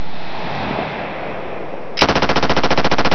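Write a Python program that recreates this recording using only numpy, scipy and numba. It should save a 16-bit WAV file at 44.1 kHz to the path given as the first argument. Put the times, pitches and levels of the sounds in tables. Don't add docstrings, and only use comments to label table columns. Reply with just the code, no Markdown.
import sys
import numpy as np
from scipy import signal
from scipy.fft import rfft, irfft
from scipy.io import wavfile
from scipy.ndimage import uniform_filter1d
from numba import njit

SR = 44100
rng = np.random.default_rng(int(sys.argv[2]) if len(sys.argv) > 2 else 0)


def invert_db(level):
    return 10 ** (np.asarray(level, dtype=float) / 20)


def materialize(psi):
    bounded = np.clip(np.atleast_2d(psi).T, -1, 1)
    quanta = np.round(bounded * 32767).astype(np.int16)
    wavfile.write(sys.argv[1], SR, quanta)


N = 138474
T = np.arange(N) / SR

# (time [s], blast level [dB], time until the microphone's overshoot lets go [s])
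SHOTS = [(2.019, 26, 0.052), (2.0862, 24.5, 0.045), (2.1542, 23, 0.043), (2.2212, 23, 0.046),
         (2.2906, 21.5, 0.042), (2.3585, 24, 0.047), (2.4262, 20.5, 0.041), (2.4950, 23.5, 0.047),
         (2.5650, 22, 0.046), (2.6347, 23, 0.048), (2.7052, 23.5, 0.048), (2.7750, 22.5, 0.046),
         (2.8444, 22, 0.052), (2.9139, 21.5, 0.047), (2.9835, 21, 0.045), (3.0482, 21, 0.047),
         (3.1142, 22.5, 0.078)]
# (frequency [Hz], level [dB], time to fall 60 dB [s])
BODY_TONES = [(164.7, -5, 0.14), (198.9, -8.5, 0.07), (268, -9, 0.26), (373, -8.5, 0.23), (536, 3.5, 0.075),
              (620, 0.5, 0.052), (613, 8, 0.082), (828, 5, 0.061), (886, -6, .1), (1051.5, -25, 0.051),
              (1247, -17, 0.027), (1467, -3, 0.023), (1700, -9, 0.025), (2540, -23.5, .06)]
# (delay [s], level [dB], half length [s], sign and scale [positive = pressure, negative = suction])
ECHOES = [(.0007, -6, 0.00045, 1), (.0021, -2, .00025, 1), (.0043, -7, 0.00031, 1),
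          (.0057, -2.5, 0.0004, 1), (.0078, -9.5, 0.00044, 1), (.0085, -8.5, 0.00016, 1),
          (0.0115, -9.5, 0.00013, 1), (0.0138, 1.5, 0.00078, 0.9), (0.0145, -16, 0.00027, -1),
          (0.0156, -21, 0.00036, 1), (0.0177, -18.5, .0007, 0.9), (.0219, -13.5, .00045, -1),
          (.0230, -14, 0.00024, -1), (.0258, 4, 0.00021, -1), (0.0302, -11, .0002, -1),
          (0.0352, -23.5, 0.00045, -0.9), (.0370, -19.5, 0.00031, -1), (.0414, -21, 0.00064, -1),
          (0.0441, -33.5, 0.00069, -1)]
# (time [s], level [dB], time to fall 60 dB [s])
BOLT_CLICKS = [(1.971, -19.5, .06), (1.9769, -17.5, 0.024), (1.99, -9, 0.03), (1.9997, -26.5, .04),
               (2.0077, -16.5, 0.033), (2.01, -11.5, 0.062), (2.014, -19, 0.033)]
# (centre [Hz], width of each of two filter passes [Hz], relative level [dB])
STEEL_BANDS = [(2400, 2200, 5), (4980, 900, 7.5), (3800, 500, -2)]
# (time [s], level [dB], centre of the hollow band [Hz],
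# bass [dB], upper middle [dB], treble [dB]); the last three act as changes about their own averages
ROLL = [(0.03, -32.5, 760, -2.5, -9, -10.5), (0.201, -30.5, 750, -7, -8, -10),
        (0.33, -27, 740, -8, -9, -12), (0.588, -22, 760, -6.5, -10, -15.5),
        (0.8, -20.5, 720, -6.5, -10.5, -21), (0.879, -24, 690, -7, -7.5, -17.5),
        (1.1, -25, 620, -11, -9, -24.5), (1.38, -25.5, 559, -13, -12.5, -29.5),
        (1.449, -27.5, 547, -10, -11, -29.5), (1.626, -27, 545, -11.5, -15, -34),
        (1.798, -30, 547, -11.5, -14.5, -33), (1.939, -31, 568, -12, -16, -35)]
# (frequency [Hz], level per Hz [dB])
ROLL_COLOUR = [(30, 3), (90, -6), (170, 1), (260, -4.5), (330, -4), (600, -8.5), (900, -7), (1400, -12.5),
               (2000, -12), (2600, -13), (2900, -20.5), (3600, -21), (5000, -34.5), (6500, -42)]
# (time [s], level [dB], frequency [Hz])
THUDS = [(0.65, -15, 200), (.710, -7.5, 262), (.760, -24, 302), (.790, -7, 320), (.831, -9.5, 700),
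         (1.425, -26, 406), (1.74, -11.5, 466), (1.81, -30, 497)]

BLAST_HALF_S, BODY_DB = 0.00016, -28
CRACKLE_DB, CRACKLE_T60_S = -15, 0.094
SCATTER_DB, SCATTER_T60_S, SCATTER_TOP_HZ = -14.5, 0.12, 1600
SAME_SHARE = 0.7
QUARRY_DB, QUARRY_T60_S, QUARRY_TOP_HZ = -41, 0.7, 990
SAG_DB, SAG_START_S, SAG_RECOVERY_S = 17, 0.001, 0.0095
SURGE_DB, SURGE_RISE_S, LET_GO_S = 7, 0.011, 0.007
ACTION_DB, ACTION_DELAY_S, ACTION_T60_S = -22.5, 0.062, 0.06
TICK_S, TICK_DB, TICK_HZ = 0.552, -40, 5500
HOLLOW_DB, HOLLOW_WIDTH_HZ = 8, 160
FLICKER_DB = 1.0
RAIL, KNEE = 0.88, 4.5
DROOP_HZ, RUMBLE_HZ, HISS_DB = 70, 40, -50
AGC_TOP, AGC_ATTACK_S, AGC_RELEASE_S, AGC_SLOPE = 0.21, 0.012, 0.4, 0.71
OFFSET_REST, OFFSET_START, OFFSET_FULL = -0.08, 0.3, 0.3
CHARGE_S, DRAIN_S, BUSY_S = 0.28, 0.68, 0.3
TOP_HZ, CEILING = 5780, 0.95


def unit(x):
    return x / np.sqrt(np.mean(x ** 2))


def band(x, hz, width_hz):
    return signal.lfilter(*signal.iirpeak(hz, hz / width_hz, fs=SR), x)


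def dull(x, hz):
    return unit(signal.lfilter(*signal.butter(2, hz, fs=SR), x))


def fade(t, t60):
    return (t >= 0) * invert_db(-60 * np.maximum(t, 0) / t60)


def walk(rate):
    hold = int(SR / rate)
    steps = np.repeat(rng.standard_normal(N // hold + 1), hold)
    return 0.6 * uniform_filter1d(uniform_filter1d(steps, hold), hold)[:N]


@njit
def follow(x, up, down, e):
    y = np.empty(len(x))
    for i in range(len(x)):
        e += (x[i] - e) * (up if x[i] > e else down)
        y[i] = e
    return y


def gun():
    t = T[:SR // 4]
    answer = blast_and_echoes(t)
    same = dull(rng.standard_normal(len(t)), SCATTER_TOP_HZ)
    out, kicks = np.zeros(N + len(t)), np.zeros(N)
    for s, db, hold_s in SHOTS:
        i = int(s * SR)
        fresh = dull(rng.standard_normal(len(t)), SCATTER_TOP_HZ)
        scatter = np.sqrt(SAME_SHARE) * same + np.sqrt(1 - SAME_SHARE) * fresh
        scatter = invert_db(SCATTER_DB) * scatter * fade(t, SCATTER_T60_S)
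        crackle = invert_db(CRACKLE_DB) * rng.standard_normal(len(t)) * fade(t, CRACKLE_T60_S)
        action = steel(rng.standard_normal(len(t))) * fade(t - ACTION_DELAY_S, ACTION_T60_S)
        shot = invert_db(db) * (answer + crackle + scatter)
        out[i:i + len(t)] += shot + microphone_swing(t, hold_s) + invert_db(ACTION_DB) * action
        kicks[i] = invert_db(db)
    return out[:N] + quarry(kicks)


def blast_and_echoes(t):
    pulse = -(1 - t / BLAST_HALF_S) * (t < 2 * BLAST_HALF_S)
    body = sum(invert_db(db) * np.sin(2 * np.pi * hz * t) * fade(t, t60) for hz, db, t60 in BODY_TONES)
    echoes = sum(sign * invert_db(db) * np.exp(-((t - s) / half_s) ** 4) for s, db, half_s, sign in ECHOES)
    return pulse - invert_db(BODY_DB) * body + echoes


def microphone_swing(t, hold_s):
    rise = (t / SURGE_RISE_S) ** 2
    surge = invert_db(SURGE_DB) * rise / (1 + rise) / (1 + np.exp((t - hold_s) / LET_GO_S))
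    sag = invert_db(SAG_DB) * (1 - np.exp(-t / SAG_START_S)) * np.exp(-t / SAG_RECOVERY_S)
    return surge - sag


def quarry(kicks):
    far = dull(rng.standard_normal(SR), QUARRY_TOP_HZ) * fade(T[:SR], QUARRY_T60_S)
    return signal.fftconvolve(kicks, far * invert_db(QUARRY_DB))[:N]


def steel(noise):
    return unit(sum(invert_db(db) * band(band(noise, hz, w), hz, w) for hz, w, db in STEEL_BANDS))


def bolt():
    envelope = sum(invert_db(db) * fade(T - s, t60) for s, db, t60 in BOLT_CLICKS)
    return steel(rng.standard_normal(N)) * uniform_filter1d(envelope, 60)


def tick():
    noise = unit(band(rng.standard_normal(N), TICK_HZ, 900))
    return invert_db(TICK_DB) * noise * fade(T - TICK_S, 0.042)


def over_time(values):
    return np.interp(T, [row[0] for row in ROLL], values)


def roll():
    _, level, centre, *parts = np.array(ROLL).T
    centre = over_time(centre)
    bass, upper, treble = (over_time(v - v.mean()) for v in parts)
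    out = 0
    for hz in 32 * 2 ** (np.arange(24) / 3):
        db = np.interp(hz, [250, 500], [1, 0]) * bass
        db += np.interp(hz, [1000, 1600, 2800, 4000], [0, 1, 1, 0]) * upper
        db += np.interp(hz, [2800, 4000], [0, 1]) * treble
        hollow = invert_db(2 * HOLLOW_DB) * np.exp(-((hz - centre) / HOLLOW_WIDTH_HZ) ** 2)
        db += 10 * np.log10(hz * (1 + hollow))
        db += FLICKER_DB * walk(18)
        noise = band(band(rng.standard_normal(N), hz, hz / 3), hz, hz / 3)
        out = out + invert_db(db) * unit(noise)
    out = colour(out)
    steady = out / np.sqrt(uniform_filter1d(out ** 2, SR // 3))
    return steady * invert_db(over_time(level))


def colour(x):
    hz, db = np.array(ROLL_COLOUR).T
    bins = np.log(np.arange(N // 2 + 1) * SR / N + 1)
    return irfft(rfft(x) * invert_db(np.interp(bins, np.log(hz), db)), N)


def thuds():
    out = np.zeros(N)
    for s, db, hz in THUDS:
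        out += invert_db(db) * np.sin(2 * np.pi * hz * (T - s)) * np.exp(-((T - s) * hz / 0.3) ** 2)
    return out


def scene():
    return (gun() + bolt() + tick() + roll() + thuds())[None]


def gain_control(x):
    level = follow(np.abs(x), 1 / (AGC_ATTACK_S * SR), 1 / (AGC_RELEASE_S * SR), 0.)
    return x * np.minimum(1, AGC_TOP / (level + 1e-9)) ** AGC_SLOPE


def overload_offset(dry):
    busy = follow(1. * (np.abs(dry) > RAIL), 1., 1 / (BUSY_S * SR), 0.)
    charge = follow(OFFSET_FULL * busy, 1 / (CHARGE_S * SR), 1 / (DRAIN_S * SR), OFFSET_START)
    return OFFSET_REST + charge


def low_pass(x):
    return signal.sosfilt(signal.butter(12, 6880, fs=SR, output="sos"), x)


def record(dry):
    x = dry[0] / (1 + np.abs(dry[0] / RAIL) ** KNEE) ** (1 / KNEE)
    x = signal.lfilter(*signal.butter(1, DROOP_HZ, "high", fs=SR), x)
    x = x + invert_db(HISS_DB) * rng.standard_normal(N)
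    x = signal.lfilter(*signal.butter(1, RUMBLE_HZ, "high", fs=SR), x)
    x = gain_control(x) + overload_offset(dry[0])
    x = signal.sosfilt(signal.butter(20, TOP_HZ, fs=SR, output="sos"), x - x[0]) + x[0]
    mix = np.clip(x, -CEILING, CEILING)[None]
    return low_pass(mix)


dry = scene()
out = record(dry)
materialize(out)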